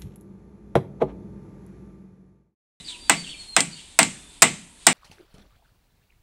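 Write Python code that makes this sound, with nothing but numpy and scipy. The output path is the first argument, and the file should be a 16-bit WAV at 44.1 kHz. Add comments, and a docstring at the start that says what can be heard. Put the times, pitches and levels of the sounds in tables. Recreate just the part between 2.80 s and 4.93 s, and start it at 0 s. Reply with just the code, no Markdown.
"""A wooded river bank: a steel hammer drives a nail into a wooden boat frame with five fairly even blows.
Each is a hard noise crack; damped modes and decaying noise then ring as planks, nail and steel.
Three blows have a ticking rebound, a slow noise tail scatters off the trees, and the microphone overloads.
A thin gliding whistle and raspy chatter are birds; shaped noise is air, a low drone and far birds and insects.
"""
import sys
import numpy as np
from scipy import signal
from scipy.fft import rfft, irfft, next_fast_len
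from scipy.io import wavfile
from scipy.ndimage import map_coordinates

SR = 44100
rng = np.random.default_rng(int(sys.argv[2]) if len(sys.argv) > 2 else 0)


def wav_record(signal):
    """Record a signal, one row per channel, as 16-bit PCM in the file named by sys.argv[1]."""
    frames = np.transpose(np.atleast_2d(signal))
    bounded = np.clip(frames, -1, 1)
    # unit amplitude maps onto the largest positive 16-bit level
    quanta = np.round(bounded * 32767).astype(np.int16)
    wavfile.write(sys.argv[1], SR, quanta)


N = 93933

# Hammer blows, each part with its own gain:
# (time [s], crack [dB], contact [s], wood [dB], steel ring [dB])
BLOWS = [(.296, -5, 0.0018, -3.5, -4), (0.7647, -6.5, 0.0024, -3.5, -5.5), (1.1894, -1, 0.0021, -1, -1),
         (1.6203, -3.5, 0.0069, 0, 2.5), (2.0671, -2, 0.0037, 0, 3)]
# Light second contacts of the hammer head: (time [s], level [dB])
REBOUNDS = [(0.8051, -9.5), (1.2294, -10), (1.6296, -5)]
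# A blow before the start, whose wood still hums: (time [s], level [dB])
EARLIER_BLOW = (-0.12, -4)

# Modes, at their average level before the gain of each blow: (frequency [Hz], level [dB], T60 [s])
FRAME_MODES = [(109.7, -35, 0.45), (142.7, -32.5, .42), (163.9, -25, 0.31), (207.4, -22, .2),
               (241.4, -25, 0.27), (295.6, -26, 0.17), (469, -28, 0.2), (667, -16.5, 0.11),
               (726.7, -24, 0.1), (805.4, -22, 0.16), (905.4, -20, 0.15), (1139, -28.5, 0.24),
               (1268, -32.5, .13), (2002, -22.5, 0.19), (2103, -24, 0.26), (2156, -31, .17),
               (2500, -29.5, 0.063), (2746, -29.5, .16)]  # the wooden frame
NAIL_MODES = [(617, -16.5, 0.028), (997, -2.5, 0.022), (1356, -5, 0.017), (1549, -7.5, 0.031),
              (2510, -4, .032), (3380, -11, 0.015), (5116, -5.5, 0.021), (7440, -3.5, 0.016)]  # the nail and the wood right under it
HEAD_MODES = [(5240, -34, 0.22), (7200, -24, 0.19), (7400, -28.5, 0.082), (7360, -19, 0.11),
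              (8350, -33, .12), (8320, -24, 0.22), (8500, -16, 0.15)]  # the hammer head

# Noise colours, only their shape counts: (frequency [Hz], relative density [dB per Hz])
CRACK_COLOUR = [(100, -48.5), (500, -23), (1000, 2), (2400, -0.5), (4200, -4.5), (6200, -3.5), (7500, 4.5),
                (8700, 4), (9800, -20), (15000, -49)]  # steel hitting steel
TIMBER_COLOUR = [(40, -46), (100, -38), (160, -8), (260, 1.5), (500, -6), (800, 2), (1550, -4.5), (2200, 1),
                 (3000, -3.5), (4400, -13), (6300, -15.5), (9000, -26), (10500, -28), (15000, -48)]  # dense plank modes
STEEL_COLOUR = [(3000, -43), (6500, -14), (7200, -5), (7800, 4.5), (8400, -5), (9000, -6), (9800, -23.5),
                (15000, -41)]  # dense ring of hammer and nail
TICK_COLOUR = [(300, -11), (2000, -15), (4300, -7), (5300, -8), (6300, -12), (7400, -5.5), (8600, 1),
               (9800, -21), (15000, -37)]  # rebound contact
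SCATTER_COLOUR = [(60, -29), (170, 15), (400, -13.5), (1200, -13), (2300, -4), (3500, -8.5), (5500, -13),
                  (8200, -3), (9800, -19), (15000, -57)]  # hammering scattered by the trees
AIR_COLOUR = [(15, -21), (25, 7.5), (77, 0), (126, -9.5), (279, -6.5), (520, -15.5), (834, -14), (945, -10),
              (1180, -17.5), (1850, -18.5), (2560, -18), (3900, -20.5), (6100, -25.5), (8230, -11.5),
              (9550, -11.5), (12400, -33), (21000, -120)]  # still air
DRONE_COLOUR = [(60, -3), (120, -15.5), (175, -4), (300, -2), (450, -11.5), (900, -25), (2000, -45)]  # faint low drone
CHORUS_COLOUR = [(1200, -16.5), (2500, -3), (3700, 2), (5800, -10), (8200, 0), (9500, -8.5), (11000, -34)]  # far birds and insects

# Decay of the dense plank modes: (frequency [Hz], T60 [s])
TIMBER_T60 = [(150, 0.34), (400, 0.24), (1000, 0.13), (2300, 0.2), (8000, 0.26)]

# Pitch of the falling bird whistle: (time [s], pitch [Hz])
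WHISTLE_PITCH = [(.18, 4700), (.39, 4575), (.52, 4440), (.62, 4335), (.79, 4110)]
# Average loudness of the whistle: (time [s], level [dB])
WHISTLE_LEVEL = [(.18, -64), (.205, -51.5), (.29, -49.5), (.35, -57), (.385, -37.5), (.435, -48),
                 (.47, -47.5), (.57, -48), (.625, -43), (.665, -51), (.735, -41), (.79, -57)]
# Bird notes, level before the bird gain: (start [s], length [s], start pitch [Hz], end pitch [Hz], level [dB])
CHATTER = [(-.02, .04, 4090, 3700, -41.5), (0.041, 0.051, 4800, 4300, -40.5),
           (.072, 0.044, 4220, 3450, -36), (.1, 0.031, 4200, 3600, -41.5), (.115, .025, 3440, 2840, -39.5),
           (.135, 0.032, 3000, 2530, -41.5), (.21, 0.084, 3770, 3640, -49.5),
           (.435, .025, 3500, 3080, -38.5), (.46, 0.029, 3020, 2730, -39.5),
           (.48, 0.0442, 3130, 3610, -40.5), (.51, .03, 3200, 2970, -36), (.535, 0.026, 2635, 2500, -40.5),
           (.91, 0.0506, 4650, 4400, -42.5), (.95, 0.071, 2900, 3096, -46)]  # strokes of chatter
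FAR_CALLS = [(.08, 0.15, 982, 971, -57.5), (1.3, 0.301, 3510, 3580, -54), (1.953, 0.027, 1960, 1650, -52)]  # faint calls of far birds

# Loudness of the background layers; air and chorus flicker around it: (time [s], level [dB])
AIR_LEVEL = [(0, -53), (.5, -52.5), (.9, -53.5), (1.4, -51.5), (1.9, -54.5)]
DRONE_LEVEL = [(0, -60.5), (.25, -56.5), (.52, -52.5), (.7, -74), (1.1, -63), (2, -71)]
CHORUS_LEVEL = [(0, -48.5), (.11, -42.5), (.22, -54), (.5, -45.5), (.7, -53), (1, -49), (1.5, -54),
                (1.9, -65.5), (2.1, -48)]

# Mix of the hammer layers, before the gain of each blow
CRACK_DB, TIMBER_DB, STEEL_DB, SCATTER_DB, REBOUND_RING_DB = -0.5, -10.5, -19, -23.5, 1
# Rise and decay of the hammer layers
CRACK_RISE_S, CRACK_T60_S, STEEL_T60_S = 0.00041, 0.013, 0.2
TICK_HOLD_S, TICK_T60_S = 0.0016, 0.0096
SCATTER_RISE_S, SCATTER_T60_S = 0.075, 0.54
BUILD_CYCLES = 2.33  # rise time in cycles: bending waves take this long to fill the frame
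ALIKE = 0.68  # power share of the dense plank ring that repeats from blow to blow
PATCHY_DB, PATCH_HZ = 1.5, 110.6  # spectral humps: typical depth and knot spacing
# The crack comes back from the hull and the posts
ECHO_DELAY_S, ECHO_DB, ECHO_RISE_S, ECHO_T60_S = 0.024, -18.5, 0.0017, 0.044
LOW_CUT_HZ = 100  # low cut of the hammer sound: its deep bass is thin

OVERTONE_DB = -15.5  # octave in the whistle
BIRD_GAIN_DB = -1.5  # chatter and far calls, trees included
CHATTER_RASP, FAR_RASP = 600, 69.7  # roughness of the notes [random knots per second]
GROVE_DB, GROVE_T60_S, GROVE_RISE_S = -5.5, 0.36, 0.0072  # the trees blur the bird calls

CLIP_TOP, CLIP_HARD = 0.84, 6  # overload ceiling [full scale], sharpness of the knee
TOP_HZ = 15800  # upper band limit of the microphone


def hammer():
    """Steel strikes the nail: crack, ringing frame, echo and trees; rebounds tick and ring the steel."""
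    out = np.zeros(N)
    t = np.arange(SR) / SR
    shared = timber(t)
    for s, crack_db, contact, wood_db, steel_db in BLOWS:
        add(out, s, amp(crack_db) * crack(t, contact))
        add(out, s, amp(wood_db) * (wood(t, shared) + tree_scatter(t)))
        add(out, s, amp(steel_db) * steel(t))
        add(out, s + ECHO_DELAY_S, amp(crack_db) * hull_echo(t))
    for s, db in REBOUNDS:
        add(out, s, amp(db) * rebound(t))
    s, db = EARLIER_BLOW
    add(out, s, amp(db) * wood(t, shared))
    low_cut = signal.butter(3, LOW_CUT_HZ, "highpass", fs=SR, output="sos")
    return signal.sosfilt(low_cut, out)


def crack(t, contact):
    """The impact: a noise burst held for the contact time, with the short modes of the nail."""
    impact = noise(CRACK_COLOUR, len(t)) * burst(t, contact, CRACK_T60_S)
    return amp(CRACK_DB) * impact + ring(NAIL_MODES, t, spread_db=3.0)


def burst(t, hold, t60):
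    """Full level while the steel is in contact, then a fast decay."""
    decay = np.exp(-np.log(1000) * np.maximum(t - hold, 0) / t60)
    return decay * (1 - np.exp(-(t / CRACK_RISE_S) ** 2))


def wood(t, shared):
    """The frame's clear modes over a dense ring, much the same at every blow."""
    dense = np.sqrt(ALIKE) * shared + np.sqrt(1 - ALIKE) * timber(t)
    return ring(FRAME_MODES, t, spread_db=1.16) + amp(TIMBER_DB) * dense


def timber(t):
    """The crowd of weaker plank modes, each octave with its own build-up and decay."""
    spectrum = rfft(uneven(noise(TIMBER_COLOUR, len(t))))
    octave = np.log2(np.clip(np.fft.rfftfreq(len(t), 1 / SR), 125, 8000))
    out = np.zeros(len(t))
    for hz in 125 * 2 ** np.arange(7):
        weight = np.maximum(0, 1 - abs(octave - np.log2(hz)))  # overlapping octave bands
        band = irfft(spectrum * weight, len(t))
        out += band * fade(t, along(TIMBER_T60, hz), BUILD_CYCLES / hz)
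    return out


def steel(t):
    """The bright ring of hammer and nail: a few clear modes in a dense crowd."""
    dense = uneven(noise(STEEL_COLOUR, len(t))) * fade(t, STEEL_T60_S, CRACK_RISE_S)
    return amp(STEEL_DB) * dense + ring(HEAD_MODES, t, spread_db=1)


def hull_echo(t):
    """The crack reflected by hull and posts, as a short diffuse noise burst."""
    return amp(ECHO_DB) * noise(CRACK_COLOUR, len(t)) * fade(t, ECHO_T60_S, ECHO_RISE_S)


def tree_scatter(t):
    """Many small reflections off the trees: noise that swells in after the blow and dies away."""
    return amp(SCATTER_DB) * uneven(noise(SCATTER_COLOUR, len(t))) * fade(t, SCATTER_T60_S, SCATTER_RISE_S)


def rebound(t):
    """A light second contact: a short tick that sets the steel ringing again."""
    tick = noise(TICK_COLOUR, len(t)) * burst(t, TICK_HOLD_S, TICK_T60_S)
    return tick + amp(REBOUND_RING_DB) * steel(t)


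def whistle():
    """One thin, slowly falling bird note: a trembling sine and its octave."""
    t = np.arange(N) / SR
    hz = curve(WHISTLE_PITCH) * (1 + 0.0057 * wobble(159.2))
    phase = 2 * np.pi * np.cumsum(hz) / SR
    level = amp(curve(WHISTLE_LEVEL) + 3.2 * wobble(55.5))
    singing = (t > WHISTLE_LEVEL[0][0]) & (t < WHISTLE_LEVEL[-1][0])
    tone = np.sin(phase) + amp(OVERTONE_DB) * np.sin(2 * phase)
    return singing * level * np.sqrt(2) * tone


def bird_notes(notes, rasp_rate):
    """Short gliding bird notes, roughened into narrow rasps by random modulation."""
    out, t = np.zeros(N), np.arange(N) / SR
    for s, length, start_hz, end_hz, db in notes:
        u = np.clip((t - s) / length, 0, 1)  # progress through the note
        phase = 2 * np.pi * np.cumsum(start_hz + (end_hz - start_hz) * u) / SR
        rasp = unit(wobble(rasp_rate) * np.sin(phase) + wobble(rasp_rate) * np.cos(phase))
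        out += amp(db) * np.sin(np.pi * u) * rasp
    return out


def grove(x):
    """x with its diffuse answer from the trees: convolution with a decaying noise tail."""
    t = np.arange(SR // 2) / SR
    tail = rng.standard_normal(len(t)) * fade(t, GROVE_T60_S, GROVE_RISE_S)
    return x + amp(GROVE_DB) * signal.fftconvolve(x, tail / np.linalg.norm(tail))[:N]


def river_bank():
    """Background of shaped noise: still air, a low drone and a far chorus of birds and insects."""
    air = amp(curve(AIR_LEVEL) + 0.94 * wobble(4.8)) * noise(AIR_COLOUR, N)
    drone = amp(curve(DRONE_LEVEL)) * noise(DRONE_COLOUR, N)
    chorus = amp(curve(CHORUS_LEVEL) + 2.4 * wobble(20.53)) * noise(CHORUS_COLOUR, N)
    return air + drone + chorus


def ring(modes, t, spread_db):
    """Damped modes with random level and phase at each strike; low ones build up slowly."""
    out = np.zeros(len(t))
    for hz, db, t60 in modes:
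        level_chance, phase_chance = rng.standard_normal(2)
        tone = np.sin(2 * np.pi * (hz * t + phase_chance))
        out += amp(db + spread_db * level_chance) * fade(t, t60, BUILD_CYCLES / hz) * tone
    return out


def uneven(x):
    """x with random humps and dips across its spectrum, at rms 1: dense modes ring unevenly."""
    knots = rng.standard_normal(SR // 16)

    def humps(hz):
        return amp(PATCHY_DB * map_coordinates(knots, [hz / PATCH_HZ], mode="wrap"))

    return unit(filtered(x, humps))


def noise(colour, size):
    """Coloured noise of rms 1."""
    return unit(filtered(rng.standard_normal(size), lambda hz: amp(along(colour, hz))))


def filtered(x, response):
    """x times a response of frequency."""
    m = next_fast_len(len(x) + SR // 8)  # padded against wrap-around
    return irfft(rfft(x, m) * response(np.fft.rfftfreq(m, 1 / SR)), m)[:len(x)]


def fade(t, t60, rise):
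    """A smooth rise and an exponential decay of 60 dB in t60."""
    return np.exp(-np.log(1000) * t / t60) * (1 - np.exp(-(t / rise) ** 2))


def wobble(rate):
    """A smooth random curve, rate knots a second."""
    return map_coordinates(rng.standard_normal(N // 8), [np.arange(N) * rate / SR], mode="wrap")


def curve(points):
    """(time, value) points joined by straight lines, one value per sample."""
    s, value = np.transpose(points)
    return np.interp(np.arange(N) / SR, s, value)


def along(points, hz):
    """(frequency, value) points joined on a log frequency axis."""
    f, value = np.transpose(points)
    return np.interp(np.log(hz + 1), np.log(f + 1), value)


def amp(db):
    """Decibels to gain."""
    return 10 ** (np.asarray(db) / 20)


def unit(x):
    """x at rms 1."""
    return x / np.sqrt(np.mean(x ** 2) + 1e-20)


def add(track, s, sound):
    """Mix a sound into the track at time s, dropping what falls outside."""
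    i = round(s * SR)
    part = sound[max(-i, 0):N - i]
    track[max(i, 0):][:len(part)] += part


def scene():
    """The hammering in front of the birds and the river bank."""
    notes = bird_notes(CHATTER, CHATTER_RASP) + bird_notes(FAR_CALLS, FAR_RASP)
    birds = whistle() + amp(BIRD_GAIN_DB) * grove(notes)
    return (hammer() + birds + river_bank())[None]


def record(dry):
    """The microphone overloads on loud peaks, adding grit but little bass, and cuts the extreme treble."""
    x = dry[0]
    clipped = x / (1 + abs(x / CLIP_TOP) ** CLIP_HARD) ** (1 / CLIP_HARD)
    no_bass = signal.butter(2, 200, "highpass", fs=SR, output="sos")
    grit = signal.sosfilt(no_bass, clipped - x)
    return filtered(x + grit, lambda hz: 1 / np.sqrt(1 + (hz / TOP_HZ) ** 80))[None]


dry = scene()
out = record(dry)
wav_record(out)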